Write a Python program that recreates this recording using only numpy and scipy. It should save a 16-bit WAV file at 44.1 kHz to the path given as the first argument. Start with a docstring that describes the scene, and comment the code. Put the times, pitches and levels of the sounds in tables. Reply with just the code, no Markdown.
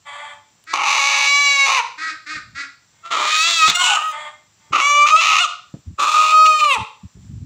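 """Place: a small yard beside a brick wall, a rooster held close to the microphone.
A hen grumbles farther off, the beak clicks and a duck quacks just before the first long squawk; three more
quacks follow, then three more squawks, the second of the four breaking in two, with hen grumbles between.
The rooster flips between clear harmonics, period-doubled slaps and chaotic rasp; the birds echo off the walls.
Bumps and rubbing on the microphone come in between and last, over quiet coloured noise of the yard."""
import sys
import numpy as np
from scipy import signal
from scipy.fft import rfft, irfft, next_fast_len
from scipy.io import wavfile
from scipy.ndimage import uniform_filter1d

SR = 44100
rng = np.random.default_rng(int(sys.argv[2]) if len(sys.argv) > 2 else 0)


def wrap_up_sound(samples):
    """Save the sound to the file named by the first command line argument, as 16-bit audio."""
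    columns = np.atleast_2d(samples).T
    # keep every value between -1 and 1, then stretch to whole-number steps
    tamed = np.clip(columns, -1, 1)
    steps = np.round(tamed * 32767).astype(np.int16)
    wavfile.write(sys.argv[1], SR, steps)


N = 328545
TIME = np.arange(N) / SR


def from_db(db):
    """Turn dB into an amplitude factor."""
    return 10 ** (np.asarray(db) / 20)


def rms_one(x):
    """Scale a signal to rms 1."""
    return x / np.sqrt(np.mean(x ** 2) + 1e-20)


def noise(size):
    """White noise of spread 1."""
    return rng.standard_normal(size)


def butterworth(x, order, edges_hz, kind):
    """Pass one range of frequencies."""
    return signal.sosfilt(signal.butter(order, edges_hz, kind, fs=SR, output="sos"), x)


def in_time(rows, t):
    """Each column of a curve at the times t."""
    row_times, *columns = np.transpose(rows)
    return [np.interp(t, row_times, column) for column in columns]


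def at_hz(points, hz, axis=1):
    """A column of a spectrum, joined on a log-frequency axis."""
    points = np.array(points)
    return np.interp(np.log(np.maximum(hz, 1)), np.log(points[:, 0]), points[:, axis])


def drift(rate_hz, size):
    """Smooth random wandering of rms 1: noise through two equal low-pass poles."""
    pole = np.exp(-2 * np.pi * rate_hz / SR)
    wander = signal.lfilter([1], [1, -2 * pole, pole * pole], noise(2 * size))
    return rms_one(wander[size:])   # the second half only, after the filter's start


def colour(x, *spectra):
    """Causal (minimum-phase) filter whose amplitude gain is the sum of the spectra's."""
    size = 2 * next_fast_len(len(x))
    hz = np.arange(size // 2 + 1) * SR / size
    gain = sum(from_db(at_hz(spectrum, hz)) for spectrum in spectra)
    # folding the cepstrum onto positive times makes the phase minimum
    cepstrum = irfft(np.log(gain))
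    cepstrum[1:size // 2] *= 2
    cepstrum[size // 2 + 1:] = 0
    return irfft(rfft(x, size) * np.exp(rfft(cepstrum)))[:len(x)]


def even(x, size=700):
    """Hold the level near rms 1 over a window in samples, keeping the grain of single pulses."""
    power = uniform_filter1d(uniform_filter1d(x ** 2, size), size)
    return x / np.sqrt(np.abs(power) + 1e-14)


def breath_span(start, end, attack_s=0.0038, release_s=0.0059):
    """Sample indices of a call and its soft on-off gate."""
    first = max(int((start - attack_s) * SR), 0)
    at = np.arange(first, min(int((end + release_s) * SR), N))
    rise = (TIME[at] - start) / attack_s
    fall = (end - TIME[at]) / release_s
    return at, np.clip(np.minimum(rise, fall) + 1, 0, 1) ** 2


# the near rooster's pitch, one curve a squawk, two for the broken one: t/s, f/Hz
SQUAWK_PITCH = [
    [(0.735, 546.5), (0.85, 565.3), (0.95, 557.1), (1.05, 559.7), (1.27, 564.2), (1.41, 572.3),
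     (1.65, 550.4), (1.76, 530.8), (1.81, 456)],
    [(3.035, 663.8), (3.125, 691.6), (3.17, 589), (3.24, 603), (3.33, 623.5), (3.4, 633.6), (3.48, 682.4),
     (3.55, 669.3), (3.635, 626.4), (3.67, 641), (3.688, 727), (3.72, 685.7)],
    [(3.73, 706), (3.765, 704.5), (3.81, 720), (3.9, 742), (3.94, 739), (3.98, 598.2), (4.05, 636),
     (4.12, 618.3)],
    [(4.73, 596), (4.78, 616), (4.818, 552), (4.87, 578), (5.045, 587.1), (5.125, 628.3), (5.155, 631.7),
     (5.165, 649.6), (5.205, 673.4), (5.24, 636.4), (5.38, 626.7), (5.412, 726), (5.432, 702.6),
     (5.455, 576)],
    [(5.99, 571.2), (6.1, 617.5), (6.32, 626), (6.46, 629.4), (6.6, 611), (6.68, 584), (6.735, 512.6),
     (6.775, 421.4)],
]
# its effort while the breath is held, same order: t/s, core level/dB, middle level/dB, top level/dB
SQUAWK_EFFORT = [
    [(0.74, -17.5, -29, -24.5), (0.754, -29, -30.5, -37), (0.76, -22.5, -25.5, -27.5),
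     (0.79, -18.5, -23.5, -34), (0.878, -19.5, -19.5, -21.5), (1.426, -23.5, -17, -19),
     (1.654, -22.5, -16, -21), (1.67, -19, -20.5, -21), (1.786, -18.5, -18.5, -23),
     (1.803, -16.5, -20.5, -32)],
    [(3.04, -45.5, -61, -62.5), (3.06, -37.5, -48, -49.5), (3.102, -43.5, -53.5, -56),
     (3.118, -16, -17.5, -20), (3.15, -20, -25.5, -29), (3.444, -21.5, -16.5, -14.5),
     (3.552, -29, -23, -16), (3.64, -10, -14, -18), (3.708, -24.5, -20.5, -11.5), (3.72, -30, -22.5, -31.5)],
    [(3.73, -31, -35, -39), (3.756, -38, -21, -18.5), (3.774, -17.5, -28, -26), (3.842, -22.5, -17, -16.5),
     (3.928, -19, -15.5, -21), (3.962, -23, -20.5, -22), (3.972, -14.5, -23, -32), (3.99, -26, -28, -36.5),
     (4.098, -23.5, -35, -39.5), (4.115, -37, -41, -40)],
    [(4.735, -17.5, -24.5, -30), (4.875, -17.5, -16.5, -21.5), (5.029, -9.5, -18, -25),
     (5.059, -10.5, -25, -31.5), (5.073, -21.5, -15.5, -20), (5.147, -6.5, -27.5, -25.5),
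     (5.195, -20.5, -17, -19), (5.365, -16, -16, -20.5), (5.423, -21, -16.5, -16),
     (5.45, -14.5, -50, -21.5)],
    [(5.992, -22, -41.5, -37.5), (5.998, -17.5, -32.5, -24.5), (6.162, -10.5, -27, -24),
     (6.318, -15.5, -21.5, -23.5), (6.33, -10, -23.5, -28), (6.416, -9, -21.5, -24),
     (6.682, -14.5, -25.5, -30.5), (6.714, -17.5, -12, -25), (6.75, -23.5, -21.5, -22),
     (6.77, -18.5, -42.5, -56)],
]
# harmonics of its clear tone before the throat's glide, same order: multiple of the pitch, level/dB
SQUAWK_HARMONICS = [
    [(1, -17), (2, 1), (3, -15), (4, -1.5), (5, -10.5), (6, -18.5), (7, -11), (8, -17.5), (9, -21.5),
     (10, -20), (11, -16), (12, -22.5), (13, -20.5), (14, -35)],
    [(1, -29.5), (2, -3), (3, -16), (4, 3.5), (5, 5), (6, -0.5), (7, -2.5), (8, -9), (9, -7), (10, -7.5),
     (11, -4.5), (12, -10.5), (13, -43), (14, -20)],
    [(1, -9.5), (2, -0.5), (3, -4.5), (4, -0.5), (5, -5), (6, -9.5), (7, -27.5), (8, -9.5), (9, -35),
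     (10, -5.5), (11, -8), (12, -18.5)],
    [(1, -18.5), (2, 6), (3, -23), (4, -4), (5, -12), (6, -17.5), (7, -28), (8, -28), (9, -37.5), (10, -21),
     (11, -19.5), (12, -27.5), (13, -30), (14, -42)],
    [(1, -24), (2, -0.5), (3, -33.5), (4, -15.5), (5, -17.5), (6, -21.5), (7, -18), (8, -27), (9, -27),
     (10, -28.5), (11, -32.5), (12, -24.5), (13, -40.5), (14, -35.5)],
]
# resonances of its throat and beak, same order: f/Hz, level/dB
SQUAWK_THROAT = [
    [(100, -69.5), (170, -42.5), (762, -11.5), (830, 0.5), (935, -4), (1090, -0.5), (1270, -1.5),
     (1480, -13), (1980, -16), (2270, -6), (3190, -10.5), (3920, -13), (5510, -22.5), (6000, -13),
     (10000, -46), (13000, -71.5), (22000, -120)],
    [(100, -74.5), (170, -35), (372, -17.5), (688, -16), (873, -11), (935, -10), (1230, 4), (1640, -17.5),
     (2350, -17), (2690, -24.5), (3470, -3), (4260, -12.5), (5060, -19.5), (7230, -17), (10000, -50),
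     (13000, -89), (22000, -120)],
    [(150, -80), (250, -41), (703, -14), (821, -7), (1120, -10), (1240, 4), (1370, -12.5), (1450, -3),
     (1590, -5), (2010, -20.5), (2950, 8.5), (4480, -15), (5560, -13.5), (7340, -5.5), (10000, -33.5),
     (13000, -51), (22000, -120)],
    [(100, -80.5), (170, -44), (243, -45.5), (449, -38.5), (775, -18.5), (935, -17.5), (1250, 0.5),
     (1590, -24), (2390, -10), (2830, -7.5), (3300, -7.5), (3720, -12.5), (4800, -21), (6640, -17.5),
     (10000, -54), (13000, -65.5), (22000, -120)],
    [(120, -89), (200, -75), (543, -33.5), (629, -36.5), (844, -23), (1040, -17), (1250, -7), (1520, -27.5),
     (2150, -23.5), (2490, -6.5), (3030, -14), (3510, -12.5), (4710, -26), (7090, -22.5), (10000, -48.5),
     (13000, -81.5), (22000, -120)],
]


def rooster():
    """Close to the microphone: the long squawks and, as the bird struggles, a second note."""
    calls = zip(SQUAWK_PITCH, SQUAWK_EFFORT, SQUAWK_HARMONICS, SQUAWK_THROAT)
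    return sum(squawk(*call) for call in calls) + second_voice()


# sizzle that the rasp adds to the throat: f/Hz, level/dB
RASP_SIZZLE = [(6500, -80), (9500, -43.5), (12000, -57.5), (13500, -51.5), (15000, -43), (16000, -52)]
# brief cracks of the clear tone: centre t/s, length/s, rasp share (0-1) added above the core
VOICE_CRACKS = [(5.165, .005, .3), (6.463, .006, .9), (6.603, .008, .95), (6.645, .006, .9)]


def squawk(pitch_rows, effort, harmonics, throat):
    """Clear tone and rasp share the power of the breath in each register."""
    at, gate = breath_span(effort[0][0], effort[-1][0], attack_s=.016, release_s=.02)
    t = TIME[at]
    since_onset = t - t[0]
    pitch, = in_time(pitch_rows, t)
    levels = in_time(effort, t)
    core, upper, chaos = syrinx(t)

    crack = sum(share * np.exp(-((t - s) / length) ** 2) for s, length, share in VOICE_CRACKS)
    core, upper = np.clip([core + 0.045 * crack, upper + crack], 0, 1)
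    # a crack throws energy from the core into the upper registers
    levels = levels + np.outer([-3.0, 8.0, 7.0], crack)   # dB

    # the pitch trembles as the voice roughens and wanders in a full rasp
    tremble = (0.0012 + .009 * upper * chaos) * drift(110, len(t))
    wander = .008 * core * chaos * drift(18, len(t))
    cycles = np.cumsum(pitch * (1 + tremble + wander)) / SR
    tone = clear_tone(cycles, pitch, harmonics, throat, flutter_db=1.5, pull=0.8)

    # the rasp comes in uneven spurts, deeper in chaos
    spurts = from_db(2.1 * chaos * drift(70, len(t)))
    source = spurts * slaps(cycles, chaos, jitter=.15, shimmer_db=5.5, air=0.41)
    rasp = colour(source, throat, RASP_SIZZLE)

    voice = 0
    shares = (core, upper, upper)
    for clear, rough, share, db in zip(registers(tone), registers(rasp), shares, levels):
        mix = np.sqrt(1 - share) * even(clear) + np.sqrt(share) * even(rough)
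        voice = voice + from_db(db) * even(mix)

    # until the beak is wide open the rasp also sounds low through the neck
    neck = even(butterworth(source, 2, [300, 520], "band"))
    voice = voice + neck * core * from_db(levels[0] - 14.5) * np.exp(-since_onset / 0.087)
    # the voice stutters while it catches
    stutter_db = 4.0 * np.exp(-since_onset / 0.14) * np.clip(drift(68, len(t)), -2, 1.2)
    out = np.zeros(N)
    out[at] = gate * from_db(stutter_db) * voice
    return out


# states of the syrinx: rasp share of the core (0-1), rasp share above it (0-1), irregularity (0-1)
CLEAR = (.001, 0.0016, 0.77)
BUZZ = (0.072, 0.05, 0.099)   # faint half-tones between the harmonics
DOUBLED = (0.046, 0.21, 0.048)   # clean half-tones, with a larger share above the core
GROWL = (0.95, 0.73, 0.36)   # half-tones in a rasp
HOARSE = (0.15, 0.82, 0.61)   # a tone under a rasp
RASP = (.8, 0.94, .85)   # chaos
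# flips of the voice from state to state: t/s, time to settle/s, new state (the three values above)
SYRINX_FLIPS = [(.7, .01, RASP), (.88, .15, GROWL), (1.26, 0.041, BUZZ), (1.652, 0.026, RASP),
                (1.745, 0.018, HOARSE), (3.0, .01, HOARSE), (3.1, .012, RASP), (3.25, 0.067, HOARSE),
                (3.351, .05, DOUBLED), (3.467, 0.02, GROWL), (3.51, .06, DOUBLED), (3.673, 0.0084, RASP),
                (3.719, .03, DOUBLED), (3.789, .03, GROWL), (3.85, .05, RASP), (3.94, 0.11, HOARSE),
                (4.03, 0.081, DOUBLED), (4.7, .01, RASP), (4.8, 0.028, BUZZ), (4.84, 0.014, CLEAR),
                (5.054, 0.026, RASP), (5.102, 0.01, CLEAR), (5.16, 0.017, DOUBLED), (5.201, 0.016, RASP),
                (5.386, 0.027, BUZZ), (5.95, 0.0081, RASP), (6.039, 0.072, HOARSE), (6.305, 0.044, CLEAR),
                (6.69, 0.073, BUZZ)]


def syrinx(t):
    """The state at the times t: each flip of the membranes settles into a new state and holds it."""
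    state = np.zeros((3, len(t)))
    for s, settle_s, new in SYRINX_FLIPS:
        settled = np.clip((t - s) / settle_s, 0, 1)
        state = state + settled * (np.array(new)[:, None] - state)
    return np.clip(state, 0, 1)


# harmonics beyond the listed ones, against the last of them: f/Hz, level/dB
HIGH_OVERTONES = [(8000, 0), (10000, -9), (11500, -15.5), (13500, -21.5), (15000, -8.5)]


def clear_tone(cycles, pitch, harmonics, throat, flutter_db, pull):
    """A stack of fluttering harmonics that swell and fade as they glide through the throat's resonances."""
    out = 0
    for k in range(1, 27):
        db = harmonics[min(k, len(harmonics)) - 1][1]
        if k > len(harmonics):
            db = db + at_hz(HIGH_OVERTONES, k * pitch)
        glide_db = at_hz(throat, k * pitch) - at_hz(throat, k * np.median(pitch))
        db = db + pull * np.clip(glide_db, -10, 10) + flutter_db * drift(21.0, len(pitch))
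        out = out + from_db(db) * np.cos(2 * np.pi * k * cycles)
    return out


def slaps(cycles, chaos, jitter, shimmer_db, air):
    """Membranes slap shut every other cycle; chaos scatters time and force and wakes the cycles between."""
    at = np.flatnonzero(np.diff(np.floor(cycles)))
    period = 1 / (cycles[at + 1] - cycles[at])   # samples
    late, strength = rng.standard_normal((2, len(at)))
    when = at + (np.ceil(cycles[at]) - cycles[at] + jitter * chaos[at] * late) * period
    force = from_db(shimmer_db * chaos[at] * np.clip(strength, -2, 2))
    force = force * np.where(np.arange(len(at)) % 2, chaos[at], 1)
    # a windowed sinc places each slap between samples
    taps = when.astype(int)[:, None] + np.arange(-7, 9)
    offset = taps - when[:, None]
    pulse = np.sinc(offset) * np.cos(np.pi * offset / 16) ** 2
    out = np.zeros(len(cycles))
    np.add.at(out, np.clip(taps, 0, len(out) - 1), force[:, None] * pulse)
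    # air escapes in step with the membranes
    puffs = noise(len(out)) * (1 + np.cos(np.pi * cycles))
    return rms_one(out) + air * chaos * puffs


# borders between core, middle and top of the voice: f/Hz
REGISTER_BORDERS = [1600, 3200]


def registers(x):
    """Split into core, middle and top."""
    low, high = REGISTER_BORDERS
    bands = ((low, "low"), ([low, high], "band"), (high, "high"))
    return [butterworth(x, 6, edges, kind) for edges, kind in bands]


# a second, falling note as the bird struggles and its voice splits: t/s, f/Hz, level/dB
SECOND_NOTE = [(3.78, 1099, -39), (3.81, 1075, -17.5), (3.84, 998, -19.5), (3.866, 954, -36.5),
               (3.895, 854, -23.5), (3.934, 800, -21.5), (3.98, 686, -44)]
# its harmonics: multiple of the note, level/dB
SECOND_NOTE_HARMONICS = [(1, -1), (2, -14), (3, -4), (4, -11), (5, -31)]


def second_voice(tremble=0.011):
    """A shaky stack of harmonics, unrelated in pitch to the main voice."""
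    at, gate = breath_span(SECOND_NOTE[0][0], SECOND_NOTE[-1][0])
    pitch, db = in_time(SECOND_NOTE, TIME[at])
    cycles = np.cumsum(pitch * (1 + tremble * drift(90, len(at)))) / SR
    note = 0
    for k, level in SECOND_NOTE_HARMONICS:
        flutter = from_db(level + 2.2 * drift(60, len(at)))
        note = note + flutter * np.cos(2 * np.pi * k * cycles)
    out = np.zeros(N)
    out[at] = gate * from_db(db) * rms_one(note)
    return out


# tiny click of the beak, relative level: t/s, level/dB
BEAK_SNAPS = [(0.6398, -43.5)]


def beak_clicks(t60=.012):
    """A bright snap of noise that dies at once."""
    snaps = 0
    for s, db in BEAK_SNAPS:
        decay_db = -60 * np.abs(TIME - s) / t60
        snaps = snaps + from_db(db - 7 + decay_db) * (TIME >= s)
    return butterworth(snaps * noise(N), 1, [1500, 12000], "band")


# quacks farther off, relative level: t/s, length/s, level/dB, f/Hz at mid-call
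DUCK_QUACKS = [(.675, 0.072, -26, 329.3), (1.985, 0.13, -20.5, 325), (2.269, .11, -23, 308.7),
               (2.555, 0.089, -24.5, 285)]
# the duck's throat: f/Hz, level/dB
DUCK_RESONANCES = [(150, -63), (250, -21), (319, -18), (455, -35), (600, -29), (950, -31.5), (1270, -3.5),
                   (1650, -4), (1980, -2.5), (2500, -8.5), (3000, -23.5), (3500, -16), (4500, -13),
                   (5800, -21), (7500, -24), (12000, -70.5), (16000, -100)]


def duck():
    """Farther off: short quacks whose level and pitch arch strongly."""
    return far_fowl(DUCK_QUACKS, DUCK_RESONANCES, hoarse=.55, swell_db=7.0, arch=.055,
                    attack_s=.013, release_s=0.026)


# grumbles farther off, relative level: t/s, length/s, level/dB, f/Hz at mid-call
HEN_GRUMBLES = [(.072, .26, -31.5, 291.1), (2.945, 0.074, -60, 309.4), (4.125, 0.16, -30, 301.1),
                (4.61, 0.099, -56.5, 298)]
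# the hen's throat: f/Hz, level/dB
HEN_RESONANCES = [(240, -78), (450, -34), (590, -8), (720, -2.5), (890, 0), (1190, 1.5), (1450, -8),
                  (1790, -2), (2100, 1.5), (2850, -18), (3300, -1), (4100, -24.5), (4600, -19.5),
                  (5400, -45), (7400, -16), (12000, -54), (16000, -90)]


def hen():
    """Farther off: grumbles of nearly flat level and pitch, with softer edges."""
    return far_fowl(HEN_GRUMBLES, HEN_RESONANCES, hoarse=.6, swell_db=1.5, arch=.008,
                    attack_s=.03, release_s=.03)


def far_fowl(calls, throat, hoarse, swell_db, arch, attack_s, release_s, waver=.008, flutter_db=1.5):
    """A nasal buzz mixed with uneven slaps, through a throat; level and pitch arch over each call and waver."""
    out = np.zeros(N)
    for s, length, db, hz in calls:
        at, gate = breath_span(s, s + length, attack_s, release_s)
        off_centre = np.minimum((2 * (TIME[at] - s) / length - 1) ** 2, 1)
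        pitch = hz * (1 - arch * off_centre + waver * drift(14, len(at)))
        level_db = db - swell_db * off_centre + flutter_db * drift(22, len(at))
        # twice the pitch, as the regular slaps fall on every other cycle
        cycles = np.cumsum(2 * pitch * (1 + 0.0036 * drift(64.6, len(at)))) / SR
        buzz = slaps(cycles, np.zeros(len(at)), jitter=0, shimmer_db=0, air=0)
        rough = rms_one(slaps(cycles, np.ones(len(at)), jitter=0.3, shimmer_db=-1.5, air=0.89))
        out[at] += gate * from_db(level_db) * even(colour(buzz + hoarse * rough, throat))
    return out


# fingers rubbing on the microphone's case, relative level: t/s, length/s, level/dB
CASE_RUBBING = [(2.341, 0.22, -45.5), (5.865, 0.061, -31.5), (6.774, 0.048, -33), (7.038, 0.016, -28),
                (7.155, 0.29, -32)]
# colour of the rubbing: f/Hz, level/dB
CASE_RUB_COLOUR = [(18, -53), (30, -8), (81, 1.5), (167, -5), (269, -16.5), (350, -30), (516, -54),
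                   (600, -54), (780, -75), (1320, -120)]


def handling(lumps_db=5.5, lumps_hz=18):
    """At the microphone itself: bumps and lumpy rubbing noise; it passes no deep bass."""
    lumps = from_db(lumps_db * np.clip(drift(lumps_hz, N), -2, 1.5))
    rub = even(colour(noise(N), CASE_RUB_COLOUR), size=1500) * lumps
    out = bumps(soft_hz=260, t60=0.014, level_db=8.5)
    for s, length, db in CASE_RUBBING:
        at, gate = breath_span(s, s + length, attack_s=0.013, release_s=0.026)
        out[at] += gate * from_db(db) * rub[at]
    return butterworth(out, 2, 55, "high")


# bumps on the microphone, relative peak level: t/s, level/dB, f/Hz
MICROPHONE_BUMPS = [(1.596, -46, 107), (2.359, -39, 75.4), (3.681, -19.5, 191), (4.707, -34.5, 108),
                    (5.74, -24, 161.4), (6.779, -27.5, 146), (7.168, -42.5, 140.8)]


def bumps(soft_hz, t60, level_db):
    """Each bump is a soft push: a sine swing that dies at once, with a little low rubbing noise."""
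    out = np.zeros(N)
    t = TIME[:int(.08 * SR)]
    for s, db, hz in MICROPHONE_BUMPS:
        swing = np.sin(2 * np.pi * hz * t) * from_db(-60 * t / t60)
        rub = rms_one(butterworth(noise(len(t)), 2, [60, soft_hz], "band"))
        bump = swing + 0.23 * rub * from_db(-60 * t / 0.14)
        bump = from_db(db + level_db) * bump / np.abs(bump).max()
        start = int(s * SR)
        out[start:start + len(t)] += bump[:N - start]
    return out


# reverberation between the walls: f/Hz, time to fall 60 dB/s, level/dB
WALL_ECHO = [(300, 0.41, -1), (700, 0.41, 1.5), (1310, 0.38, 0.5), (2670, 0.37, -3), (5400, 0.51, -0.5),
             (8800, 0.15, -1), (14000, .2, -12)]


def walls(x, first_s=0.0076):
    """Dense echoes as bands of decaying noise, dying fastest in the high treble."""
    t = TIME[:int(.7 * SR)]
    edges = np.geomspace(150, 16000, 10)   # Hz
    echoes = 0
    for low, high in zip(edges, edges[1:]):
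        hz = np.sqrt(low * high)
        band = butterworth(noise(len(t)), 2, [low, high], "band")
        decay = from_db(-60 * t / at_hz(WALL_ECHO, hz)) * (t > first_s)
        level = from_db(at_hz(WALL_ECHO, hz, axis=2))
        echoes = echoes + level * band * decay / np.linalg.norm(decay)
    return signal.fftconvolve(x, echoes)[:N]


# colour of the quiet yard: f/Hz, level/dB per Hz, relative
YARD_COLOUR = [(18, -47), (30, -23), (98, 0), (426, -16), (988, -13), (1220, -12), (1390, -14.5),
               (5040, -15.5), (6050, -11), (6550, -20.5), (7270, -5.5), (9220, -37), (13000, -42),
               (14800, -25), (16000, -44.5)]


def quiet_yard():
    """All around: soft coloured noise whose level drifts slightly."""
    return from_db(-63 + 0.86 * drift(4.4, N)) * rms_one(colour(noise(N), YARD_COLOUR))


def scene():
    """The near rooster is mostly direct sound with some echo, the far birds carry more; both channels are alike."""
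    near, quacks, grumbles = rooster(), duck(), hen()
    direct = from_db(-0.54) * near + from_db(-10.0) * quacks + from_db(-7.5) * grumbles
    direct = direct + from_db(4) * beak_clicks()
    echoes = walls(from_db(-9) * near + from_db(-12) * quacks + from_db(-10.0) * grumbles)
    mono = direct + echoes + from_db(-10.0) * handling() + quiet_yard()
    return np.array([mono, mono])


def gain_control(x, lift_db=4.5, loud_db=-20.0, slope=0.53, release_db=271.0):
    """Quiet sound is lifted; the lift is taken back at once under a loud call and returns after it."""
    power = np.abs(uniform_filter1d(x[0] ** 2, size=260))
    level = 10 * np.log10(power + 1e-12)
    # the held level jumps up with a peak, then falls by at most release_db each second
    held = np.maximum.accumulate(level + release_db * TIME) - release_db * TIME
    lift = np.clip(slope * (loud_db - held), 0, lift_db)
    return x * from_db(uniform_filter1d(lift, size=130))


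def record(dry):
    """Gain control acts, the highest peaks are rounded, deep bass and top are cut."""
    levelled = gain_control(dry)
    rounded = levelled / (1 + (levelled / .74) ** 6) ** (1 / 6)
    rounded = butterworth(rounded, 2, 45, "high")
    top_cut = signal.ellip(10, .1, 90, 15700, fs=SR, output="sos")   # steep, above 15.7 kHz
    return signal.sosfilt(top_cut, rounded)


dry = scene()
out = record(dry)
wrap_up_sound(out)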